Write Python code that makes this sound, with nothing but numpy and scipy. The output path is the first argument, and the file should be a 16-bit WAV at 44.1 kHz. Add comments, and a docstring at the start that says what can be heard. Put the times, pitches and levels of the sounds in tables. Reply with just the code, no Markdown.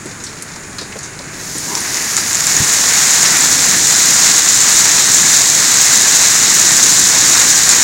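"""A hailstorm reaches a lawn at the edge of a forest, heard from a house through one small microphone.
At first the storm is a far hiss, and single stones knock on wood, clack and tick. From 1.3 s
the fall thickens: stones ping close by, something scrapes, and at 2.6 s a heavy bump shakes the house.
By 3 s countless impacts merge into a steady rush on the leaves, over a duller roar and a drumming on
roof and ground. The microphone rings near 7 kHz, and the hardest hits clip."""
import sys
import numpy as np
from scipy import signal
from scipy.fft import rfft, irfft, next_fast_len
from scipy.io import wavfile
from scipy.ndimage import map_coordinates

SR = 44100
rng = np.random.default_rng(int(sys.argv[2]) if len(sys.argv) > 2 else 0)


def transcribe(u):
    """Save the signal u as a 16-bit wav file named by the first command-line argument.

    u: samples, shape (n,) or (channels, n), limited to [-1, 1]; the rate is SR.
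    q: integer samples, one column per channel.
    """
    v = np.clip(np.atleast_2d(u).T, -1, 1)
    q = np.round(v * 32767).astype(np.int16)
    wavfile.write(sys.argv[1], SR, q)


N = 345303

# strength of the fall: t/s, patter level/dB, roar level/dB, drumming level/dB
FALL_LEVELS = [(1.3, -31.5, -33, -35), (1.6, -23.5, -35, -34), (1.85, -20.5, -27.5, -34.5),
               (2.3, -17.5, -26.5, -35), (2.52, -13.5, -22.5, -34), (3.05, -11, -19.5, -32),
               (3.7, -11, -21, -28.5), (4.3, -9.5, -22, -31.5), (5.8, -9.5, -21, -31.5),
               (7.1, -9.5, -21, -29), (7.83, -9.5, -20, -31)]
# spectrum of the storm's thin leading edge: f/Hz, relative level/dB
FRONT_SPECTRUM = [(1760, -48), (3000, -11), (3400, -8.5), (3850, -6), (6900, 4.5), (8260, -5.5), (9230, -6),
                  (10800, -10.5), (15100, -16.5), (15800, -16)]
# spectrum of stones on far crowns and grass: f/Hz, relative level/dB
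ROAR_SPECTRUM = [(290, -33.5), (500, -11), (568, -16.5), (631, -8.5), (1340, -5), (1750, 0.4), (2150, -2),
                 (2900, -9.5), (3900, -32), (6600, -120)]


def amp(db):
    """Amplitude ratio of a level in decibels."""
    return 10 ** (np.asarray(db) / 20)


def unit(x):
    """Normalisation to rms 1."""
    return x / np.sqrt(np.mean(x ** 2) + 1e-20)


def along(points, hz):
    """Interpolation of (f/Hz, value) points on a logarithmic frequency axis."""
    f, values = np.transpose(points)
    return np.interp(np.log(hz + 1), np.log(f + 1), values)


def wobble(rate):
    """Random modulation: a spline through rate Gaussian knots a second."""
    return map_coordinates(rng.standard_normal(N // 100), [np.arange(N) * rate / SR], mode="wrap")


def coloured(x, spectrum):
    """Minimum-phase filtering by a (f/Hz, level/dB) spectrum; the result has rms 1."""
    m = 2 * next_fast_len(N // 2 + SR // 4)
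    gain = amp(along(spectrum, np.fft.rfftfreq(m, 1 / SR)))
    cepstrum = irfft(np.log(gain + 1e-6))
    response = np.exp(rfft(2 * cepstrum[:m // 2], m))
    return unit(irfft(rfft(x, m) * response)[:N])


def resonance(x, hz, q):
    """Forced response of one damped mode, with gain 1 at its peak."""
    return signal.lfilter(*signal.iirpeak(min(hz, SR / 2 - 1), max(q, hz / SR * 4), SR), x)


def add(track, s, sound):
    """Superposition of a sound on the track at time s."""
    part = track[max(round(s * SR), 0):][:len(sound)]
    part += sound[:len(part)]


def impacts(per_second, spread_db):
    """Poisson impulses of log-normal size, at rms 1: near stones are louder than the rest."""
    size = amp(spread_db * np.minimum(rng.standard_normal(N), 2.5))
    return unit((rng.random(N) < per_second / SR) * size * rng.choice([-1, 1], N))


def below_full(s):
    """Patter level in dB at time s, relative to the full fall at -10 dB."""
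    times, patter_db = np.transpose(FALL_LEVELS)[:2]
    return np.interp(s, times, patter_db) + 10


def distant_storm():
    """Far-off impacts sum incoherently to a faint Gaussian noise."""
    # spectrum of the far storm: f/Hz, relative level/dB
    spectrum = [(25, -6), (80, 2), (140, 6.5), (400, 0), (560, -6), (1150, -4.5), (1650, -0.5), (2400, -6),
                (2900, -15.5), (5800, -11.5), (6900, -1), (7900, -10), (10300, -14.5), (12000, -27.5)]
    return amp(-30.7 + 0.2 * wobble(8)) * coloured(rng.standard_normal(N), spectrum)


def knocks():
    """Damped vibration of struck wood: a broad thud and a rough ring; low pitches decay more slowly."""
    # blows on wood: t/s, relative level/dB, f/Hz
    blows = [(0.055, -28, 282), (0.56, -32, 900), (0.785, -23.5, 1750), (0.815, -26.5, 360),
             (0.924, -27, 2100), (0.955, -24.5, 398), (1.195, -27.5, 380), (1.551, -27, 256),
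             (2.176, -17, 1470), (3.25, -10.5, 1700), (6.25, -15, 1900)]
    out, t = np.zeros(N), np.arange(SR // 4) / SR
    for s, db, hz in blows:
        t60 = 0.071 * (hz / 1000) ** -0.32
        thud = unit(resonance(rng.standard_normal(len(t)), hz, q=.7))
        ring = unit(resonance(thud, hz, q=1.5))
        envelope = amp(db + 2 - 60 * t / t60) * (1 - np.exp(-t / 0.0018))
        add(out, s, envelope * unit(ring + amp(-3) * thud))
    return out


def stone(db, hz, t60, echo_db, q, skirt, dull_hz, port, ping):
    """Impact excitation: a crack and a ping at one pitch ring the microphone port and echo in the trees."""
    t = np.arange(SR // 8) / SR
    decay = amp(-60 * t / max(t60, .002))
    burst = rng.standard_normal(len(t)) * decay
    crack = resonance(burst, hz, q) + skirt * burst + ping * decay * np.sin(2 * np.pi * hz * t)
    # the microphone lifts 7 kHz and hollows out 3 kHz
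    crack = crack + port * resonance(crack, hz=6950, q=7) - .75 * resonance(crack, hz=2950, q=2.5)
    # ice is soft enough to leave out the highest treble
    crack = signal.sosfilt(signal.butter(3, dull_hz, fs=SR, output="sos"), crack)
    crack = crack * amp(db) / np.abs(crack).max()
    heard = amp(echo_db) * forest(crack)
    add(heard, 0, crack)
    return heard


def forest(x):
    """Reverberation: trunks scatter sound into a tail that lasts longest near 4 kHz."""
    # reverberation time of the forest: f/Hz, T60/s
    decay_times = [(300, 0.11), (4000, 0.3), (8000, 0.16), (15000, 0.047)]
    hz, t, noise = signal.stft(rng.standard_normal(SR // 3), SR, nperseg=256)
    decay = amp(-60 * t / along(decay_times, hz)[:, None])
    tail = signal.istft(noise * decay, SR, nperseg=256)[1]
    return signal.fftconvolve(x, tail / np.linalg.norm(tail))


def clacking_stones():
    """Heavily damped resonance: single hailstones, far or near, clack and tick, most with an echo."""
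    # single hits: t/s, peak level/dB, f/Hz, relative echo level/dB
    hits = [(0.057, -21, 6900, -1), (0.238, -12.5, 6800, 1), (0.266, -17.5, 4800, -2),
            (0.423, -12, 9600, -13), (0.56, -19, 5600, -22), (0.784, -13, 4300, -2), (0.812, -17, 4500, -1),
            (0.988, -14.5, 6560, -7), (1.03, -21.5, 6500, 7), (1.19, -18.5, 4940, -11),
            (2.175, -7, 6000, 2), (3.256, 1, 4800, -3), (5.74, -1, 6900, -1)]
    out = np.zeros(N)
    for s, db, hz, echo_db in hits:
        clack = stone(db, hz, t60=0.043, echo_db=echo_db, q=2.6, skirt=.04, dull_hz=9400, port=.19, ping=0)
        add(out, s, clack)
    return out


def close_stones():
    """Direct sound dominates near by: short pings that ring longer as the stones grow with the fall."""
    # the loudest close hits: t/s, peak level/dB, f/Hz
    hits = [(1.583, -5.5, 9300), (1.7527, 0, 5750), (1.805, -7, 9400), (1.9445, -3, 5200),
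            (1.9708, -2, 6400), (2.167, 5, 6940), (2.3308, 0, 6840), (2.347, 4, 7060), (2.3536, 1, 7130),
            (2.407, -2, 6800), (2.4685, 3, 7460), (2.5216, 1, 6670), (2.566, 6, 6840), (3.2293, 4, 6800),
            (3.407, 4, 7300), (4.3806, 6, 6640), (4.488, 10, 6930), (4.79, 5, 7860), (5.145, 13, 7300),
            (5.9748, 5, 6900), (6.829, 10, 6470), (7.6912, 12, 7160)]
    out = np.zeros(N)
    for s, db, hz in hits:
        t60 = 0.011 * amp(0.7 * below_full(s))
        add(out, s, stone(db, hz, t60, echo_db=-8.5, q=3.3, skirt=.085, dull_hz=10200, port=.45, ping=.67))
    return out


def strays():
    """Scattering smears random hits on branches, each a crack and a woody knock, louder as the fall grows."""
    t = np.arange(SR // 8) / SR
    clack = rng.standard_normal(len(t)) * amp(-60 * t / 0.043)
    hits = signal.fftconvolve(impacts(per_second=22, spread_db=0.5), clack)[:N]
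    hits = hits + amp(-3) * forest(hits)[:N]
    crack = coloured(resonance(hits, hz=3870, q=1.8), FRONT_SPECTRUM)
    wood = amp(-5) * coloured(hits, ROAR_SPECTRUM)
    level_db = -24.5 + 0.77 * below_full(np.arange(N) / SR)
    return amp(level_db) * (crack + wood)


def ticks(count, centre_hz, scatter, cycles, spread_db):
    """Free decay: each of count stones is a brief damped sinusoid of its own pitch and size."""
    when, pitch, life, size = rng.random((count, 4)).T[:, :, None]
    hz = centre_hz * np.exp(scatter * (2 * pitch - 1))
    t = np.arange(SR // 150) / SR
    strength = amp(-spread_db * np.log(np.maximum(size, .02)))
    decay = np.exp(-t * hz / (cycles * (.5 + life)))
    rings = strength * np.sin(2 * np.pi * hz * t) * decay
    index = (when * N).astype(int) + np.arange(len(t))
    return unit(np.bincount(index.ravel(), rings.ravel(), N)[:N])


def roar(level_db):
    """The bulk of the fall, on far crowns and lawn, sums incoherently to noise with dull taps in it."""
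    taps = ticks(count=2500, centre_hz=1716, scatter=0.57, cycles=1.6, spread_db=2.8)
    swell_db = 0.79 * wobble(12) + .6 * wobble(30)
    wash = amp(-0.23) * coloured(rng.standard_normal(N), ROAR_SPECTRUM)
    return amp(level_db + swell_db) * (wash + amp(-11.5) * coloured(taps, ROAR_SPECTRUM))


def drumming(level_db):
    """Low-frequency shot noise: dense soft thuds on roof and ground."""
    # response of roof and ground: f/Hz, relative level/dB
    spectrum = [(12, -43), (20, -7.5), (70, -13.5), (145, 1), (218, 0), (275, -0.5), (328, -0.5),
                (562, -8.5), (650, -12), (840, -15.5), (1430, -120)]
    return amp(level_db + 0.59 * wobble(6.5)) * coloured(impacts(per_second=1500, spread_db=3), spectrum)


def patter(level_db):
    """Shot noise on leaves: small hits blend to a hiss, and nearer stones tick and ping out of it."""
    # spectrum of the full fall on leaves: f/Hz, relative level/dB
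    spectrum = [(1410, -36.5), (2400, -20.5), (2950, -16), (3880, -5.5), (4800, -7), (7060, 2.5),
                (9900, -16.5), (12800, -20.5), (15100, -22), (15800, -18.5)]
    small = impacts(per_second=12000, spread_db=3)
    near = ticks(count=1500, centre_hz=8250, scatter=0.58, cycles=1.8, spread_db=1.5)
    full = amp(-0.75) * coloured(small, spectrum) + amp(-11) * coloured(near, spectrum)
    full += amp(-9) * pings(per_second=70, ring_s=0.003)
    front = amp(0.1) * coloured(impacts(per_second=6500, spread_db=0), FRONT_SPECTRUM)
    flurry_db = .35 * wobble(8) + .55 * wobble(35)
    # equal-power crossfade from the thin front to the full fall
    thin = np.clip((level_db.max() - level_db) / 9, 0, 1)
    return amp(level_db + flurry_db) * (np.sqrt(1 - thin) * full + np.sqrt(thin) * front)


def scrape():
    """Stick-slip friction: something rubs briefly, and its dense slips drive two resonances."""
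    # resonances of the rubbed body: f/Hz, level/dB, Q
    modes = [(350, -32, 1.1), (950, -29.5, 3.9)]
    corners = 1.64 + np.cumsum([0, 0.071, 0.056, 0.042])  # onset, then rise, hold and fall, in s
    stroke = np.interp(np.arange(N) / SR, corners, [0, 1, 1, 0])
    slips = impacts(per_second=2000, spread_db=2)
    return stroke * sum(amp(db) * unit(resonance(resonance(slips, hz, q), hz, q)) for hz, db, q in modes)


def pings(per_second, ring_s):
    """Port resonance: hard stones ring the microphone with brief, uneven bursts of noise."""
    t = np.arange(SR // 40) / SR
    hits = (rng.random(N) < per_second / SR) * rng.uniform(0.62, 1, N) ** 2
    energy = np.abs(signal.fftconvolve(hits, np.exp(-2 * t / ring_s))[:N])
    return unit(resonance(np.sqrt(energy) * rng.standard_normal(N), hz=6750, q=6.9))


def thump():
    """Modal vibration: one heavy, soft blow on the house excites a few low, well damped modes."""
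    # modes of the house: f/Hz, relative level/dB, T60/s
    modes = [(75, -30, 0.14), (111, -11, 0.076), (145, -12, 0.09), (198, -12.5, 0.079), (264, -18, 0.082)]
    out, t = np.zeros(N), np.arange(SR // 4) / SR
    ring = sum(amp(db - 60 * t / t60) * np.sin(2 * np.pi * hz * t) for hz, db, t60 in modes)
    add(out, s=2.603, sound=1.5 * ring * (1 - np.exp(-t / 0.0039)))
    return out


def scene():
    """Superposition: all sources meet at one microphone, the same in both channels."""
    t = np.arange(N) / SR
    times, *levels = np.transpose(FALL_LEVELS)
    patter_db, roar_db, drum_db = (np.interp(t, times, level) for level in levels)
    # the front reaches the leaves quickly and the ground more gradually
    on_leaves = np.interp(t, [1.27, 1.46], [.13, 1])
    on_ground = np.interp(t, [.7, 1.4, 1.8], [.2, .65, 1])
    distant = distant_storm()
    fall = on_leaves * patter(patter_db) + on_ground * (roar(roar_db) + drumming(drum_db))
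    mono = distant + fall + strays() + clacking_stones() + close_stones() + knocks() + scrape() + thump()
    return np.array([mono, mono])


def record(dry):
    """Hard clipping near full scale, followed by the recorder's band limit."""
    top_hz = 15900
    clipped = np.clip(dry, -.98, .98)
    m = next_fast_len(N + SR // 4)
    passband = np.fft.rfftfreq(m, 1 / SR) < top_hz
    return irfft(rfft(clipped, m) * passband, m)[:, :N]


dry = scene()
out = record(dry)
transcribe(out)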